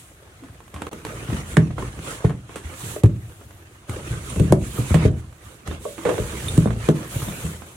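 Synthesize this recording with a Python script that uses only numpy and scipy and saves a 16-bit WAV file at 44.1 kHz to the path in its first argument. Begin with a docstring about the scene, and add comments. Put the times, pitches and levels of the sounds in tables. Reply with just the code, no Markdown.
"""Faint knocks and ticks, then heavy hollow thuds: an empty cardboard box is lifted, turned and shoved on boards.
Each landing excites the damped modes of the box; its flaps and edges tick as short bursts of filtered noise.
Sliding is stick-slip friction: random slips shake the same modes, while edges rasp and the paper face hisses.
A tiny bell tinkles, edges squeak, and a corridor answers over still air. The sound drops out once for an instant."""
import sys
import numpy as np
from scipy import signal
from scipy.fft import rfft, irfft
from scipy.io import wavfile
from scipy.ndimage import uniform_filter1d

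SR = 44100
rng = np.random.default_rng(int(sys.argv[2]) if len(sys.argv) > 2 else 0)


def log_audio(samples):
    """Write samples as a 16-bit WAV file to the path given in sys.argv[1]."""
    # one column per channel
    frames = np.atleast_2d(samples).T
    # limit to full scale, then quantise
    limited = np.clip(frames, -1, 1)
    pcm = np.round(limited * 32767).astype(np.int16)
    wavfile.write(sys.argv[1], SR, pcm)


N = 342202  # samples

# Modes of the walls and air of the box.
# Each row: frequency in Hz, level in dB, t60 in seconds for a length factor of 1.
BOX_MODES = [(57.3, -37, 0.27), (80.9, -6.5, 0.58), (98.8, -4, 0.16), (122.7, -2, 0.23),
             (162.7, -0.5, 0.18), (197.7, -4, 0.36), (244.5, -7.5, 0.28), (287.5, -4, 0.22),
             (322.2, -10, 0.46), (382, -11, 0.45), (435.4, -1, 0.13), (474.8, -3, 0.2), (565.6, -7.5, 0.17),
             (608, -5.5, 0.19), (657, -22, 0.23), (875, -7.5, 0.041), (1134, -10, 0.062),
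             (1470, -66, 0.015)]
# Coherence of the two channels. Each row: frequency in Hz, left-right likeness from -1 to 1.
COHERENCE = [(60, 1), (180, 0.95), (550, 0.78), (1650, -0.18), (4970, -0.074), (15000, -0.035)]


def gain_of(db):
    """Level in decibels is 20 times the logarithm of amplitude; this inverts it."""
    return 10 ** (np.asarray(db) / 20)


def evened(x):
    """Normalises the root-mean-square amplitude to 1."""
    return x / np.sqrt(np.mean(x ** 2) + 1e-20)


def read(points, hz):
    """Interpolates a spectrum over logarithmic frequency, as hearing spaces pitch."""
    f, value = np.transpose(points)
    return np.interp(np.log(hz + 1), np.log(f + 1), value)


def along(points, s):
    """Interpolates a curve linearly over time in seconds."""
    return np.interp(s, *np.transpose(points))


def add(mix, s, sound):
    """Superposition: sound pressures sum, here from time s onward."""
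    part = mix[..., round(s * SR):][..., :sound.shape[-1]]
    part += sound[..., :part.shape[-1]]


def panned(pan_db):
    """Left and right gains for an interchannel level difference, positive to the left."""
    return gain_of(np.multiply.outer([.5, -.5], pan_db))


def correlated(left, other, hz):
    """Partial coherence: the right spectrum shares part of the left and fills up with independent noise."""
    same = np.clip(read(COHERENCE, hz), -1, 1)[:, None]
    return same * left + np.sqrt(1 - same ** 2) * other


def noise(colour, patchy_db, flicker_db, size=512, bins=8, frames_long=16):
    """Gaussian noise shaped in time-frequency cells, with drifting patches and a flicker shared by all bands."""
    frames, hz = 4 * N // size + 5, np.fft.rfftfreq(size, 1 / SR)
    a, b, c, d, patches = rng.standard_normal((frames, len(hz), 5)).T
    flicker = evened(uniform_filter1d(patches[0], 4))
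    patches = uniform_filter1d(patches, bins, 0)
    patches = evened(uniform_filter1d(patches, frames_long, 1))
    left = a + 1j * b
    cells = np.array([left, correlated(left, c + 1j * d, hz)])
    cells *= gain_of(read(colour, hz)[:, None] + patchy_db * patches + flicker_db * flicker)
    sound = signal.istft(cells, nperseg=size, noverlap=size - size // 4)[1]
    return evened(sound[:, :N])


def still_air():
    """Stationary broadband noise: the quiet background at a constant mean level."""
    # Spectral density of the background. Each row: frequency in Hz, relative density in dB per Hz.
    air_colour = [(15, -44), (25, -11), (82, 12.5), (242, -14.5), (335, 2), (373, -18.5), (607, -11),
                  (714, -7.5), (962, -18), (1230, -10), (1740, -16), (8830, -30), (16000, -46)]
    return gain_of(-50) * noise(air_colour, patchy_db=0.5, flicker_db=-0.9, size=2048)


def corridor(x):
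    """Reverberation: sparse reflections of random sign, each band decaying exponentially at its own rate."""
    # Decay of the corridor. Each row: frequency in Hz, t60 in seconds.
    hall_t60 = [(100, 0.49), (400, 0.3), (1500, 0.16), (8000, 0.15)]
    taps = np.zeros((2, SR // 2))
    start = np.arange(200, SR // 2 - 20, 20)  # one tap in every 20 samples
    at = start + rng.integers(0, 20, (2, len(start)))
    signs = rng.choice([-1., 1.], at.shape)
    np.put_along_axis(taps, at, signs, 1)
    hz, t, cells = signal.stft(taps, SR, nperseg=256)
    cells[1] = correlated(cells[0], cells[1], hz)  # long waves reach both ports alike
    decay = gain_of(-60 * t / read(hall_t60, hz)[:, None])
    tail = signal.istft(cells * decay, SR, nperseg=256)[1]
    return signal.fftconvolve(x[None], tail / np.linalg.norm(tail[0]), axes=1)[:, :N]


def bell():
    """Modal decay: three thin modes of a pea-sized bell, amplitude-modulated as it swings."""
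    # Shakes of the bell. Each row: start in seconds, level in dB, then dB of each of three modes against it.
    tinkle_table = [(4.2986, -26, -38, -19, -7), (5.7124, -47, 7, -10, -11), (6.4842, -25.5, 3, -8, -8),
                    (6.5465, -36.5, -6, -2, -17), (6.6628, -41, -1, -5, -18), (7.285, -37.5, 0, -6, -12)]
    # Modes of the bell. Each row: frequency in Hz, t60 in seconds.
    bell_modes = [(3628, .075), (8855, .13), (9522, .17)]
    out, t = np.zeros(N), np.arange(SR // 3) / SR
    strike = 0.32 + np.exp(-t / 0.012)  # a bright onset above the lingering tone
    for (s, db, *modes_db), phase in zip(tinkle_table, rng.random(len(tinkle_table))):
        swing = 1 + 0.089 * np.sin(2 * np.pi * (45 * t + phase))
        for (hz, t60), mode_db in zip(bell_modes, modes_db):
            fade = gain_of(db + mode_db - 60 * t / t60)
            add(out, s, swing * fade * strike * np.sin(2 * np.pi * hz * t))
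    return out * gain_of([[-3], [1.5]])


def squeaks():
    """Stick-slip at an audible rate: fast uneven slips of an edge on varnish make a fuzzy tone."""
    # Squeaks. Each row: start in seconds, peak in dB before panning, mean pitch in Hz, length in seconds.
    squeak_table = [(4.769, -33, 1248, 0.026), (5.02, -34.5, 2120, 0.024), (6.331, -41, 2110, 0.072),
                    (6.38, -44, 1770, 0.054), (6.812, -49, 1220, 0.037), (6.834, -39, 2463, 0.054)]
    out = np.zeros(N)
    for (s, db, hz, length), draw in zip(squeak_table, rng.standard_normal((len(squeak_table), 4096))):
        n = int(length * SR)
        wander = evened(uniform_filter1d(draw, 150))[:n]
        cycles = np.cumsum(hz * (1 + 0.041 * wander)) / SR
        add(out, s, gain_of(db) * np.hanning(n) * np.sin(2 * np.pi * cycles))
    return out * gain_of([[-3], [1.5]])


def ticks():
    """Impulsive fracture noise: a short burst of crushed fibre, with a stiff flap ringing."""
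    # Ticks of flaps and edges. Each row: start in seconds, peak in dB before panning,
    # t60 of the rustle in seconds, treble tilt in dB per octave.
    tick_table = [(0.4362, -35, 0.17, -3), (0.4848, -38.5, 0.06, -5), (0.5462, -40, 0.062, -3),
                  (0.604, -34, 0.044, -6.5), (0.6789, -39, .05, -5), (0.7415, -27, 0.11, -.6),
                  (0.7622, -26.5, 0.24, -5.5), (0.8192, -18.5, 0.051, -5), (0.868, -19, 0.036, -7),
                  (0.9306, -25, 0.035, -0.5), (1.05, -17, 0.031, -3.5), (1.067, -28, .03, -3),
                  (1.3013, -22.5, 0.051, -7.5), (1.5686, -6, 0.03, -5.5), (1.706, -27.5, 0.097, -17),
                  (1.7838, -19.5, 0.19, -9), (1.825, -21.5, 0.043, -12), (2.2472, -19.5, 0.16, -5.5),
                  (2.296, -24, 0.024, -4), (2.3037, -23, 0.18, -7.5), (2.4933, -30.5, 0.058, -9),
                  (2.5579, -22.5, 0.21, 0), (3.0345, -24, 0.073, -1), (3.0588, -27.5, 0.049, -1),
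                  (3.2962, -39, 0.078, -6), (3.4117, -37, 0.29, -14), (3.5079, -34.5, 0.065, -3),
                  (3.895, -21, 0.052, 1), (4.36, -25, 0.043, -1), (4.3971, -24.5, 0.061, 1),
                  (4.5226, -14.5, 0.028, 0.5), (4.9427, -14.5, 0.16, -1.5), (5.053, -26, 0.071, 1.5),
                  (5.326, -38, .054, -4), (5.675, -25, 0.04, 0), (5.712, -25, 0.15, -22),
                  (5.9798, -26, 0.21, -5), (6.0524, -17, 0.3, -6), (6.092, -19.5, 0.12, -6),
                  (6.1136, -32, .08, -5), (6.141, -25, 0.1, -9), (6.18, -23, 0.076, -6),
                  (6.577, -19.5, 0.012, 2.5), (6.6734, -24.5, 0.045, -12), (6.7048, -25.5, 0.09, -6.5),
                  (6.8875, -17, 0.038, -4), (7.219, -22.5, 0.2, -5), (7.2833, -22.5, 0.046, -16),
                  (7.6196, -29.5, 0.067, -7)]
    # Spectrum of the burst before its tilt. Each row: frequency in Hz, level in dB.
    tick_colour = [(500, 2), (1200, 2.5), (3500, -5), (5000, -14), (9000, -4), (15000, -24.5)]
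    # Modes of a stiff flap. Each row: mean frequency in Hz, level in dB.
    flap_modes = [(1130, -3), (1720, -12.5)]
    # Where ticks are heard. Each row: time in seconds, left minus right in dB.
    edge_place = [(0, -4), (.85, -3.5), (1.5, -5.5), (2.4, 0.5), (3.0, -14.5), (3.45, 0.5), (4.5, -12),
                  (6.0, -8.5), (6.15, -16.5), (6.9, -17), (7.2, 1), (7.76, -11)]
    out, t = np.zeros((2, N)), np.arange(4096) / SR
    hz = np.fft.rfftfreq(len(t), 1 / SR)
    draws = rng.standard_normal((len(tick_table), 2, len(t)))
    for (s, db, t60, tilt_db), draw in zip(tick_table, draws):
        colour = gain_of(read(tick_colour, hz) + tilt_db * np.log2(1 + hz / 1500))
        fibre = evened(irfft(rfft(draw + 0.32 * draw[::-1]) * colour))
        detune = 1 + 0.076 * draw[0, 0]
        flap = sum(gain_of(mode_db) * np.sin(2 * np.pi * mode_hz * detune * t) for mode_hz, mode_db in flap_modes)
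        burst = fibre + flap * gain_of(-60 * t / 0.042)
        snap = np.exp(-(t / 0.0028) ** 2) + 1.1 * gain_of(-60 * t / t60)  # sharp break, then rustle
        burst *= snap * (1 - np.exp(-t / 0.00026))
        pan = panned(along(edge_place, s))[:, None]
        add(out, s, gain_of(db) * pan * burst / abs(burst.mean(0)).max())
    return out


def shoves():
    """Friction noise grows as a power of sliding speed; overlapping shoves add in power."""
    # Shoves that speed up and slow to a stop. Each row: start, speeding-up time and slowing time in seconds,
    # then the gains at top speed in dB for rumble of the bottom, rasp of the edges, hiss of the paper face.
    shove_table = [(0.74, 0.18, 0.23, -58, -44.5, -53.5), (1.04, 0.039, 0.73, -39.5, -39, -46.5),
                   (1.27, 0.085, 0.1, -30.5, -37, -43), (1.44, 0.083, 0.056, -28, -45, -41),
                   (1.59, 0.11, 0.14, -28.5, -48.5, -66), (1.76, 0.043, 0.18, -29.5, -40, -46),
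                   (1.89, 0.11, 0.19, -39, -44.5, -49), (2.0, 0.1, 0.13, -38.5, -36, -38.5),
                   (2.19, 0.054, 0.085, -55, -42, -48.5), (2.46, 0.08, 0.12, -44, -46.5, -52.5),
                   (2.6, 0.12, 0.062, -45, -42, -47), (2.72, 0.15, .16, -37, -40.5, -37),
                   (3.15, .15, .35, -51, -70, -56), (3.869, 0.053, 0.17, -35.5, -38.5, -44),
                   (4.0, 0.12, 0.11, -27.5, -37.5, -42.5), (4.16, 0.16, 0.19, -34, -40.5, -40.5),
                   (4.41, 0.066, 0.09, -24, -40.5, -48), (4.53, 0.084, 0.071, -23, -63, -53),
                   (4.58, .11, 0.084, -30.5, -42, -40.5), (4.701, 0.092, .08, -40, -39, -38.5),
                   (4.82, 0.076, 0.084, -37, -35, -37), (4.961, 0.075, 0.064, -21, -31.5, -44),
                   (5.06, 0.045, 0.12, -24, -52, -68), (5.15, 0.038, 0.038, -47, -51.5, -52),
                   (5.4, 0.066, 0.16, -59, -50.5, -52), (5.65, 0.032, 0.12, -56, -37.5, -50),
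                   (5.78, 0.096, 0.15, -52, -48.5, -43), (5.95, 0.092, 0.1, -42, -41.5, -44.5),
                   (6.04, .12, 0.65, -34, -35.5, -40.5), (6.26, 0.27, .16, -25, -48, -38),
                   (6.57, 0.098, 0.36, -25.5, -42.5, -52), (6.751, 0.13, 0.057, -38, -37, -42),
                   (6.92, 0.048, 0.45, -35, -40, -45.5), (7.08, 0.081, 0.24, -35, -36.5, -37),
                   (7.24, 0.2, 0.16, -36, -37.5, -39.5), (7.5, .08, .4, -53, -48.5, -49.5)]
    # Exponents of speed for the amplitudes of rumble, rasp and hiss.
    speed_power = [2.3, 0.96, 1.04]
    # Gains of rumble, rasp and hiss in dB while the box only shifts in the hands.
    rest_db = [-55, -54, -59]
    # A hiss dying away at the start: its first gain in dB, the seconds in which it falls by 9 dB.
    fading_hiss = (-47, 0.087)
    power = gain_of(rest_db)[:, None] ** 2 * np.ones(N)
    fading_db, fading_s = fading_hiss
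    power[2] += (gain_of(fading_db) * np.exp(-np.arange(N) / SR / fading_s)) ** 2
    for s, rise, fall, *top_db in shove_table:
        t = np.arange(0, rise + fall, 1 / SR)
        ramp = np.minimum(t / rise, (rise + fall - t) / fall)
        speed = np.sin(np.pi / 2 * np.clip(ramp, 0, 1))
        gain = gain_of(top_db)[:, None] * speed ** np.array(speed_power)[:, None]
        add(power, s, gain ** 2)
    return np.sqrt(power)


def grit(depth_db):
    """Shot noise: caught dust and fibres make the gain jump at each grain and fall within milliseconds."""
    caught = rng.random(N) < 300 / SR  # grains per second
    grains = gain_of(4.03 * np.minimum(rng.exponential(1, N), 5)) * caught
    fall = gain_of(-60 * np.arange(800) / SR / 0.0097)
    return 1 + gain_of(depth_db) * evened(signal.oaconvolve(grains, fall)[:N])


def rasp():
    """Rough-surface friction: coloured noise of the edges, roughened by grit."""
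    # Spectral density of the rasp. Each row: frequency in Hz, relative density in dB per Hz.
    rasp_colour = [(120, -23), (200, 7.5), (262, -12.5), (320, 2), (392, -8), (486, -3.5), (719, -12.5),
                   (1230, -8), (1590, -10), (1770, -11), (2960, -15.5), (5000, -26.5), (6500, -20.5),
                   (11000, -120)]
    return grit(depth_db=-15) * noise(rasp_colour, patchy_db=3.5, flicker_db=1.5, bins=3, frames_long=14)


def hiss(t):
    """Fine-asperity friction: the paper face hisses; a thin, patchy treble layer above 8 kHz rises and falls over it."""
    # Spectral densities of the paper hiss and of the top treble.
    # Each row: frequency in Hz, relative density in dB per Hz.
    hiss_colour = [(1470, -16), (2500, -6), (3600, -5), (5120, -13.5), (7040, -2.5), (9270, -2.5),
                   (9870, -2.5), (13000, -17.5)]
    treble_colour = [(8000, -36), (11500, 1.5), (13000, -4.5), (16000, -8)]
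    # Level of the patchy top treble. Each row: time in seconds, level against the paper hiss in dB.
    treble_level = [(0, -9), (1.0, -7.5), (1.5, -17), (2.2, -23), (2.5, -17), (2.9, -8), (3.6, -4),
                    (4.2, -24), (4.65, -19), (4.78, -2), (4.9, -27), (5.1, -19), (5.4, -8), (6.4, -11.5),
                    (6.7, -19), (7.2, -4.5), (7.76, -9.5)]
    paper = noise(hiss_colour, patchy_db=1.2, flicker_db=0.4, size=256)
    treble = noise(treble_colour, patchy_db=3.0, flicker_db=1.0, size=256)
    return (paper + gain_of(along(treble_level, t)) * treble) * grit(depth_db=-21.5)


def judder(t):
    """Stick-slip envelope: a wall starts to judder on the boards and comes to rest."""
    # The groan: length in seconds, gain in dB, centre pitch in Hz, slips per second.
    groan = (0.105, -25, 459, 1100)
    start_s = 6.05
    length, db, hz, per_s = groan
    envelope = np.sqrt(np.clip(1 - (t - start_s) / length, 0, 1))
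    return shaken(gain_of(db) * (t > start_s) * envelope, per_s, hz, slope_db=5)


def slide():
    """Friction feeds two paths: slips ring the box modes, while surface noise radiates directly."""
    # Where the sliding is heard. Each row: time in seconds, left minus right in dB.
    slide_place = [(0, 0.5), (1.0, -1.5), (2.4, -2.5), (2.95, -4), (3.4, -0.5), (4.5, -4.5), (5.8, -4),
                   (6.6, -4), (7.0, -3.5), (7.76, -0.5)]
    t = np.arange(N) / SR
    rumble_gain, rasp_gain, hiss_gain = shoves()
    rumble = shaken(rumble_gain, per_s=260, hz=122, slope_db=-8.5) + judder(t)
    friction = rasp_gain * rasp() + hiss_gain * hiss(t)
    return rumble, friction * panned(along(slide_place, t))


def shaken(gain, per_s, hz, slope_db):
    """Linear response: random slips convolved with the impulse response of the box modes around hz."""
    size = gain_of(3.76 * np.minimum(rng.exponential(1, N), 5))
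    slips = size * (rng.random(N) < per_s / SR) * rng.choice([-1, 1], N)
    body = ring(hz, slope_db, 0.4, np.zeros((len(BOX_MODES), 5)), below_db=-19.5)[0]
    return signal.oaconvolve(evened(slips) * gain, body / np.linalg.norm(body))[:N]


def ring(centre_hz, above_db, length, chance, below_db=-11.5):
    """Modal superposition: modes near the struck wall's pitch sound most; slopes in dB per octave."""
    hz, db, t60 = np.transpose(BOX_MODES)[:, :, None]
    level_draw, tune_draw, phase_draw, side_phase, side_level = chance.T[:, :, None]
    octaves = np.log2(hz / centre_hz)
    t = np.maximum(np.arange(SR // 2) / SR - 0.48 / hz, 0)  # bending waves: the low modes arrive last
    db = db + np.where(octaves > 0, above_db * octaves, -below_db * octaves)
    db += 5 * np.exp(-(octaves / 0.22) ** 2) + 3.07 * level_draw
    # the loose walls give up most of their swing quickly, the rest lingers
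    fade = 1.09 * gain_of(-60 * t / (0.33 * t60 * length)) + 0.23 * gain_of(-60 * t / (t60 * length))
    fade *= 1 - np.exp(-t * hz / 0.35)  # a wall needs part of a cycle to swing up
    # higher modes radiate more unevenly to left and right
    uneven = np.array([-1, 1])[:, None, None] * np.minimum(hz / 600, 1)
    phase = 1.2 * phase_draw + 0.34 * uneven * side_phase
    db = db + 2.4 * uneven * side_level
    wave = np.sin(2 * np.pi * hz * (1 + 0.019 * tune_draw) * t + phase)
    sound = (gain_of(db) * fade * wave).sum(1)
    return sound / abs(sound).max()


def thuds():
    """Impact excitation: each landing or knock sets the box modes ringing freely."""
    # Blows on the box. Each row: start in seconds, peak in dB, pitch in Hz of the walls hit hardest,
    # slope in dB per octave above that pitch, ring length factor (held within 0.1 to 3).
    thud_table = [(0.42, -34, 280, -13, 1.6), (0.49, -33, 100, -18, .8), (0.735, -28, 73, -5, 1.05),
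                  (0.925, -24.5, 106, 0, 1.7), (1.048, -30, 437, -9, 2.8), (1.283, -17, 112, -20, .85),
                  (1.321, -13.5, 112, -8, 1), (1.568, -1.5, 139, -6.5, 1.46), (1.779, -19, 79.2, 11, 0.73),
                  (1.971, -26.5, 116, -9.5, 1.9), (2.242, -3.5, 118, -5, 0.77), (2.298, -22, 208, -8, .45),
                  (2.555, -25.5, 110, 3, 0.7), (2.637, -24.5, 80.5, -16, 0.52), (2.829, -25, 113, -16, 2.6),
                  (2.961, -17.5, 506, -9, 0.76), (3.034, 0, 103, -7.5, 0.84), (3.447, -38, 86.5, -25, 0.65),
                  (3.537, -36, 80.7, -14, 0.53), (3.889, -18, 95.6, -8.5, 0.65),
                  (3.963, -21.5, 478, -12, 0.63), (4.1, -20, 118, -17, 3.6), (4.358, -13, 78.5, -4, 1.3),
                  (4.394, -4, 116, -7, 1.4), (4.504, -10.5, 119, -15.5, 0.59), (4.522, 1.5, 113, -3, 0.41),
                  (4.783, -11.5, 115, -8, 1.15), (4.904, -6.5, 86.5, -8.5, 0.54),
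                  (4.941, -4, 178, -5, 1.12), (5.049, -0.5, 116, -5, 0.87), (5.672, -18.5, 91.5, -8, 1.1),
                  (5.851, -16.5, 570, 2.5, 1.6), (5.981, -27, 326, -22, 1.1), (6.053, -10, 480, -5, 2.9),
                  (6.086, -10.5, 485, -7, 2), (6.183, -14.5, 500, -15, 1.8), (6.194, -14, 105, -16, 1.2),
                  (6.421, -26, 72.7, -28, 1.5), (6.575, 0, 121, -5, 0.94), (6.656, -7.5, 196, -4, .42),
                  (6.885, -1, 157, -0.5, 0.7), (7.154, -15.5, 132, -14, 0.67), (7.264, -19.5, 196, -9, 2),
                  (7.441, -14, 99, -10.5, 0.92)]
    out, chance = np.zeros((2, N)), rng.standard_normal((len(thud_table), len(BOX_MODES), 5))
    for (s, db, hz, above_db, length), draw in zip(thud_table, chance):
        blow = ring(hz, above_db, np.clip(length, .1, 3), draw)
        add(out, s + 0.0011, gain_of(db) * blow)
    return out


def scene():
    """Direct sound and reverberation of box and bell superpose over still air."""
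    rumble, friction = slide()
    low = thuds() + rumble
    sharp = ticks() + bell() + squeaks()
    low = np.array([np.roll(low[0], 5), low[1]])  # the left lags by 5 samples: the box stands to the right
    wet = gain_of(-11) * corridor(low.mean(0)) + gain_of(-7.0) * corridor(sharp.mean(0))
    return low + sharp + friction + wet + still_air()


def record(dry):
    """A band-limited channel with overload: bass cut, a brief dropout, clipping at full scale, treble cut."""
    # The dropout: start in seconds, end in seconds, gain in dB.
    dropout = (.894, .913, -19)
    edge_hz = 16000
    from_s, to_s, drop_db = dropout
    t = np.arange(N) / SR
    mute_db = uniform_filter1d(((t > from_s) & (t < to_s)) * drop_db * 1., 60)
    thinned = signal.sosfilt(signal.butter(4, 44, "high", fs=SR, output="sos"), dry)
    clipped = np.clip(thinned * gain_of(mute_db), -1, 1)
    lowpass = signal.firwin(511, edge_hz, window=("kaiser", 9), fs=SR)
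    return signal.oaconvolve(clipped, lowpass[None], "same")


dry = scene()
out = record(dry)
log_audio(out)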